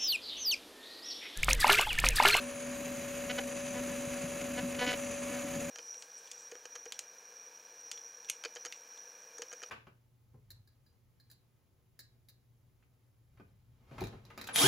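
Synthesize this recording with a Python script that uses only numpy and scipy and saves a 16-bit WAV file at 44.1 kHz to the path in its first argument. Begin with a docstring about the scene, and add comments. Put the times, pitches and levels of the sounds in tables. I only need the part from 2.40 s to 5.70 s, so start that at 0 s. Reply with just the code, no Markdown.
"""A CNC router carves a wooden board in a workshop, heard from close by.
From the start the spindle hums at about 14850 rpm under a fan tone, rushing air and gantry rumble.
At 0.35 s the lift motor begins to whistle, holding its height; soon the gantry's frame thuds softly.
From 0.9 s the bit catches the wood in short buzzes, one chip per turn, most densely at 2.2 to 2.5 s.
Two longer, softer cuts follow near 3 s, and the machine runs on."""
import sys
import numpy as np
from scipy import signal
from scipy.fft import rfft, irfft
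from scipy.io import wavfile

SR = 44100
rng = np.random.default_rng(int(sys.argv[2]) if len(sys.argv) > 2 else 0)


def bounce(signal):
    """Save signal as a 16-bit WAV file at the path given by the first command-line argument."""
    frames = np.transpose(np.atleast_2d(signal))
    limited = np.clip(frames, -1, 1)
    pcm = np.round(limited * 32767).astype(np.int16)
    wavfile.write(sys.argv[1], SR, pcm)


N = 145530
TIME = np.arange(N) / SR
BINS_HZ = np.maximum(np.fft.rfftfreq(N, 1 / SR), 1)
SPINDLE_HZ = 247.6


def cutting(speed_hz):
    """Source and filter: each chip knocks the board, cracks off in splinters and rings the bit."""
    # catches of the bit: start_s, length_s, level_db, edge_db, splinters_db (both relative to level)
    bites = [(0.897, 0.015, -7.5, 6.5, -13), (0.981, 0.0032, -6, 5, -6), (0.99, .002, -4.5, 1.5, -2.5),
             (1.352, 0.045, -9, -17, -12), (1.497, 0.04, -14, -26, -18), (2.172, 0.0048, -6.5, -8, -6),
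             (2.182, 0.016, -4, -5, -8.5), (2.348, 0.005, -12, 1.5, -0.5), (2.389, .002, -8, 4, -5),
             (2.397, 0.013, -7, 2.5, -23), (2.414, 0.013, 3.5, -12, -19), (2.434, 0.017, 1, -11, -22),
             (2.463, 0.016, -5, 4, -20), (2.487, 0.0035, -3, 4.5, -6), (2.498, 0.019, -2.5, 2, -10),
             (2.529, 0.0036, -10, 4, -7), (2.537, 0.007, -4.5, -3, -4), (2.892, 0.09, -13.5, -25, -23),
             (3.04, 0.11, -17, -21, -10)]
    # responses of the board and of the cracking edge: frequency_hz, density_db
    board = [(200, -85.5), (350, -70.5), (495, -66), (745, -67.5), (1000, -70.5), (1240, -77.5),
             (1480, -73), (1730, -69.5), (2100, -70.5), (2700, -82.5), (4000, -85), (9000, -110)]
    edge = [(300, -96), (900, -78), (1240, -77), (1480, -70), (1730, -76.5), (1980, -67), (2230, -67.5),
            (2700, -73), (3100, -72.5), (3400, -79), (4000, -79), (5000, -82.5), (6500, -82), (8000, -108),
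            (11000, -101), (16000, -112)]
    # mode of the bit: pitch_hz, width_hz, density_db
    bit_mode = [(2997, 91, -74.5)]
    turns = np.cumsum(speed_hz) / SR
    chips = chip_impulses(turns)
    since_chip_s = (turns % 1) / SPINDLE_HZ
    splinters = rms_one(rng.standard_normal(N) * np.exp(-since_chip_s / 0.0038))
    knock = crack = 0
    for start_s, length_s, level_db, edge_db, splinters_db in bites:
        contact = gate(start_s, start_s + length_s, attack_s=0.0068, release_s=0.0029)
        force = from_db(level_db) * contact * (chips + from_db(splinters_db) * splinters)
        knock = knock + force
        crack = crack + from_db(edge_db) * force
    body = colour(knock, from_db(by_hz(board)))
    snap = colour(rasp(crack), from_db(by_hz(edge)))
    ring = colour(knock + crack, np.sqrt(resonances(bit_mode)))
    return through_board(body + snap + ring)


def chip_impulses(turns):
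    """Quasi-periodic impulse train: one chip per turn, uneven in timing and size."""
    jitter_s, spread_db = 0.000012, 1.5
    onsets = np.flatnonzero(np.diff(np.floor(turns)))
    jitter, size = rng.standard_normal((len(onsets), 2)).T
    onsets = np.round(onsets + jitter_s * SR * jitter).astype(int)
    chips = np.zeros(N)
    chips[np.clip(onsets, 0, N - 1)] = from_db(spread_db * size)
    return rms_one(chips)


def rasp(crack):
    """Independent amplitude modulation of bands: every chip breaks with its own timbre."""
    # bands of the crack: low_hz, high_hz
    band_limits = [(0, 1600), (1600, 2600), (2600, 3500), (3500, 4600), (4600, 5800), (5800, 22050)]
    spectrum = rfft(crack)
    bands = (irfft(spectrum * ((BINS_HZ >= low) & (BINS_HZ < high)), N) for low, high in band_limits)
    return sum(band * from_db(2.2 * drift(rate_hz=70)) for band in bands)


def through_board(x):
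    """Dispersion: allpass echoes in the board spread each knock over a few milliseconds."""
    # paths through the board: delay_s
    paths = [.00017, .00043, .00079, .00121]
    feedback = 0.44
    spectrum = rfft(x)
    for delay_s in paths:
        delay = np.exp(-2j * np.pi * BINS_HZ * delay_s)
        spectrum = spectrum * (delay - feedback) / (1 - feedback * delay)
    return irfft(spectrum, N)


def spindle(speed_hz):
    """Periodic forcing: rotation gives a once-per-turn hum, a fan tone and thin whines."""
    # whines of the spindle and its drive: pitch_hz, level_db, width_hz
    whine_tones = [(495, -64, 8), (745, -62, 47), (992, -70.5, 18), (3933, -67, 22), (5790, -64.5, 30),
                   (7926, -54.5, 20)]
    # swell of all the tones: time_s, gain_db
    swell = [(0, -2.5), (0.7, -2), (1.1, -1), (1.5, -1), (3.3, -1)]
    hum = from_db(-44) * tone(speed_hz, flutter=0.25, rate_hz=9.5)
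    fan_hz = 564.8 + 1.105 * drift(rate_hz=1.88)
    fan = from_db(-42) * tone(fan_hz, flutter=0.073, rate_hz=25)
    whines = sum(from_db(db) * tone(hz, flutter=0.75, rate_hz=width) for hz, db, width in whine_tones)
    return (hum + fan + whines) * from_db(in_time(swell))


def air():
    """Broadband noise and resonance: air rushes, and hisses around the spindle and collet."""
    # spectrum of the rush: frequency_hz, density_db
    rush_spectrum = [(100, -91), (330, -83), (450, -79), (680, -79.5), (860, -86.5), (1050, -81.5),
                     (1450, -83), (1800, -80.5), (1980, -85.5), (2150, -80), (2600, -81.5), (3000, -85.5),
                     (3600, -90.5), (4200, -92.5), (4800, -90), (5450, -93.5), (6500, -91), (7300, -89.5),
                     (9000, -93), (10800, -96.5), (11900, -95), (12900, -110), (14500, -101), (15800, -102)]
    # three groups of air resonances: centre_hz, width_hz, density_db
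    surging_hiss = [(6200, 260, -79.5)]
    steady_hiss = [(2577, 46, -78), (6720, 334, -78), (7640, 190, -83.5), (8280, 110, -82)]
    high_hiss = [(9430, 150, -85.5), (9900, 150, -85.5), (10110, 196, -85), (10800, 380, -93)]
    # swells of the rush and of each group: time_s, gain_db
    rush_swell = [(0, -1), (0.7, -0.6), (1.5, 0), (3.3, 0)]
    surging_swell = [(0, -3), (0.75, -5), (1.08, -1.5), (1.22, 1.5), (1.38, 0.5), (2.55, -6), (2.64, 4),
                     (2.95, -0.5), (3.3, -3)]
    steady_swell = [(0, -5.5), (0.17, -2), (0.27, -1), (1.25, -0.5), (3.3, 1)]
    high_swell = [(0, -0.63), (0.08, 1.7), (0.27, 1.5), (0.35, -1.6), (0.75, -0.6), (1.1, 1.3), (3.3, 1)]
    rush = stereo_noise(from_db(by_hz(rush_spectrum))) * from_db(in_time(rush_swell))
    groups = (surging_hiss, surging_swell), (steady_hiss, steady_swell), (high_hiss, high_swell)
    hiss = 0
    for peaks, swell in groups:
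        hiss = hiss + stereo_noise(np.sqrt(resonances(peaks))) * from_db(in_time(swell))
    throb = from_db(1.27 * tone(hz=43.3, flutter=0.17, rate_hz=2.4))
    flicker = from_db(1.21 * drift(rate_hz=49))
    return (rush + hiss * throb) * flicker


def gantry():
    """Damped vibration: over the rumble of travel, each knock is a brief ring and a shudder."""
    # spectrum of the rumble: frequency_hz, density_db
    rumble_spectrum = [(20, -89), (45, -80.5), (68, -75.5), (88, -78), (120, -76), (160, -72.5), (190, -75),
                       (245, -70), (300, -74.5), (380, -84.5), (700, -105)]
    # swell of the rumble: time_s, gain_db
    swell = [(0, -5), (0.35, -4.5), (0.43, -2.5), (0.6, 0), (1.3, -3), (1.45, 1), (1.75, -1), (2.5, 1),
             (2.8, -4.5), (3.05, 1), (3.3, 0)]
    # modes of the frame: pitch_hz, width_hz, relative_db
    frame_modes = [(118, 34, -7.5), (153, 22.7, -7.5), (245.6, 11, -16.5), (259, 51, 1)]
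    # low thuds of the frame, and one higher knock: time_s, level_db, pitch_hz
    knocks = [(0.42, -39, 250), (0.87, -46, 165), (0.993, -41.5, 790), (1.37, -45, 255), (1.435, -46, 251),
              (1.676, -41.5, 136), (1.843, -36.5, 172), (2.025, -46, 165), (2.235, -39, 190),
              (2.253, -35, 239.9), (2.478, -37, 272), (2.5, -47, 130), (2.91, -38.5, 256),
              (2.955, -50, 259), (3.048, -38.5, 277), (3.169, -34, 232), (3.19, -45, 123.6)]
    rumble = stereo_noise(from_db(by_hz(rumble_spectrum)))
    rumble *= from_db(in_time(swell) + 1.5 * drift(rate_hz=15))
    frame_noise = colour(rng.standard_normal(N), np.sqrt(resonances(frame_modes)))
    shudder = from_db(-4) * rms_one(frame_noise)
    thuds = 0
    for time_s, level_db, pitch_hz in knocks:
        ring = np.sqrt(2) * np.sin(2 * np.pi * (pitch_hz * TIME + rng.random()))
        envelope = gate(time_s, time_s, attack_s=0.0112, release_s=0.0107)
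        thuds = thuds + from_db(level_db) * envelope * (ring + shudder)
    return rumble + thuds


def lift_motor():
    """A gated tone: the motor whistles while it holds its height and is silent in between."""
    # spells at constant height: start_s, end_s, level_db
    holds = [(0.353, 1.1, -62.5), (1.33, 2.64, -64.5), (2.84, 3.4, -63.5)]
    holding = sum(from_db(db) * gate(start, end, 0.015, 0.015) for start, end, db in holds)
    return holding * tone(hz=11994, flutter=0.1, rate_hz=14)


def workshop(x):
    """Reverberation: dense reflections from the machine and the walls decay exponentially."""
    t60_s, delay_s = 0.096, 0.002
    response = rng.standard_normal((2, N)) * from_db(-60 * TIME / t60_s) * (TIME > delay_s)
    return signal.fftconvolve(x[None], rms_one(response) / np.sqrt(N), axes=1)[:, :N]


def stereo_noise(gain):
    """Partial coherence: coloured noise that is only partly alike in the two channels."""
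    # likeness of the channels: frequency_hz, correlation
    likeness = [(100, 0.99), (400, 0.91), (750, 0.62), (1500, 1), (2400, 1), (3700, 0.87), (5600, 1),
                (7300, 0.94), (8000, 1), (8800, 1), (9700, 1), (11500, 0.97), (13000, 0.98), (14500, 0.56)]
    alike = np.clip(by_hz(likeness), 0, .999)
    mid, side = rfft(rng.standard_normal((2, N)))
    spectra = mid * np.sqrt((1 + alike) / 2) + side * np.sqrt((1 - alike) / 2) * [[1], [-1]]
    return colour(irfft(spectra, N), gain)


def tone(hz, flutter, rate_hz):
    """Random modulation: a sine of unit power wavers in level and phase."""
    turns = np.cumsum(hz * np.ones(N)) / SR + rng.random()
    modulation = 1 + flutter * (drift(rate_hz) + 1j * drift(rate_hz))
    return rms_one(np.real(modulation * np.exp(2j * np.pi * turns)))


def colour(x, gain):
    """Minimum-phase filter: gives unit white noise the stated gain per root Hz."""
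    cepstrum = irfft(np.log(gain * np.sqrt(SR / 2) + 1e-12), N)
    causal_fold = 1 + np.sign(np.fft.fftfreq(N))
    return irfft(rfft(x) * np.exp(rfft(cepstrum * causal_fold)), N)


def resonances(rows):
    """Summed power response of steep-sided resonances."""
    return sum(from_db(db) ** 2 / (1 + ((BINS_HZ - hz) / width) ** 2 * 2) ** 2 for hz, width, db in rows)


def drift(rate_hz):
    """Low-pass noise: a random fluctuation of unit power."""
    return rms_one(irfft(rfft(rng.standard_normal(N)) / (1 + (BINS_HZ / rate_hz) ** 2), N))


def gate(start_s, end_s, attack_s, release_s):
    """Envelope: a linear rise before the start, a hold, an exponential decay after the end."""
    rise = np.clip((TIME - start_s) / attack_s + 1, 0, 1)
    return rise * np.exp(-np.maximum(TIME - end_s, 0) / release_s)


def in_time(rows):
    """Linear interpolation to every sample."""
    return np.interp(TIME, *np.transpose(rows))


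def by_hz(points):
    """Log-frequency interpolation to every bin."""
    hz, value = np.transpose(points)
    return np.interp(np.log(BINS_HZ), np.log(hz), value)


def from_db(db):
    """Decibels to amplitude ratio."""
    return 10 ** (np.asarray(db) / 20)


def rms_one(x):
    """Normalisation to unit power."""
    return x / np.sqrt(np.mean(np.abs(x) ** 2) + 1e-20)


def scene():
    """Superposition of the running machine, its cuts and their reverberation."""
    speed_hz = SPINDLE_HZ + 0.35 * drift(rate_hz=11)
    cuts = cutting(speed_hz)
    running = spindle(speed_hz) + air() + lift_motor() + gantry()
    return running + cuts + from_db(-18.5) * workshop(cuts)


def record(dry):
    """Phase and level differences between two microphone ports, then a steep low-pass."""
    # phase between the ports: frequency_hz, left_lead_rad
    phase = [(100, 0), (380, 0), (560, -.45), (800, .2), (1300, 0), (2400, 0), (3600, .45), (5300, 0),
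             (6400, .05), (7200, .9), (7700, 2), (7950, 3.1), (8800, 3.15), (9100, 1.7), (10300, .8),
             (11100, 0), (13500, -.1), (15500, -2.4)]
    # balance of the ports: frequency_hz, left_minus_right_db
    balance = [(60, .8), (250, 1.5), (400, 1.5), (570, 2.9), (1200, .4), (2400, 0)]
    cutoff_hz = 15800
    sides = np.array([[.5], [-.5]])
    ports = from_db(sides * by_hz(balance)) * np.exp(1j * sides * by_hz(phase))
    low_pass = 1 / np.sqrt(1 + (BINS_HZ / cutoff_hz) ** 300)
    return irfft(rfft(dry) * ports * low_pass, N)


dry = scene()
out = record(dry)
bounce(out)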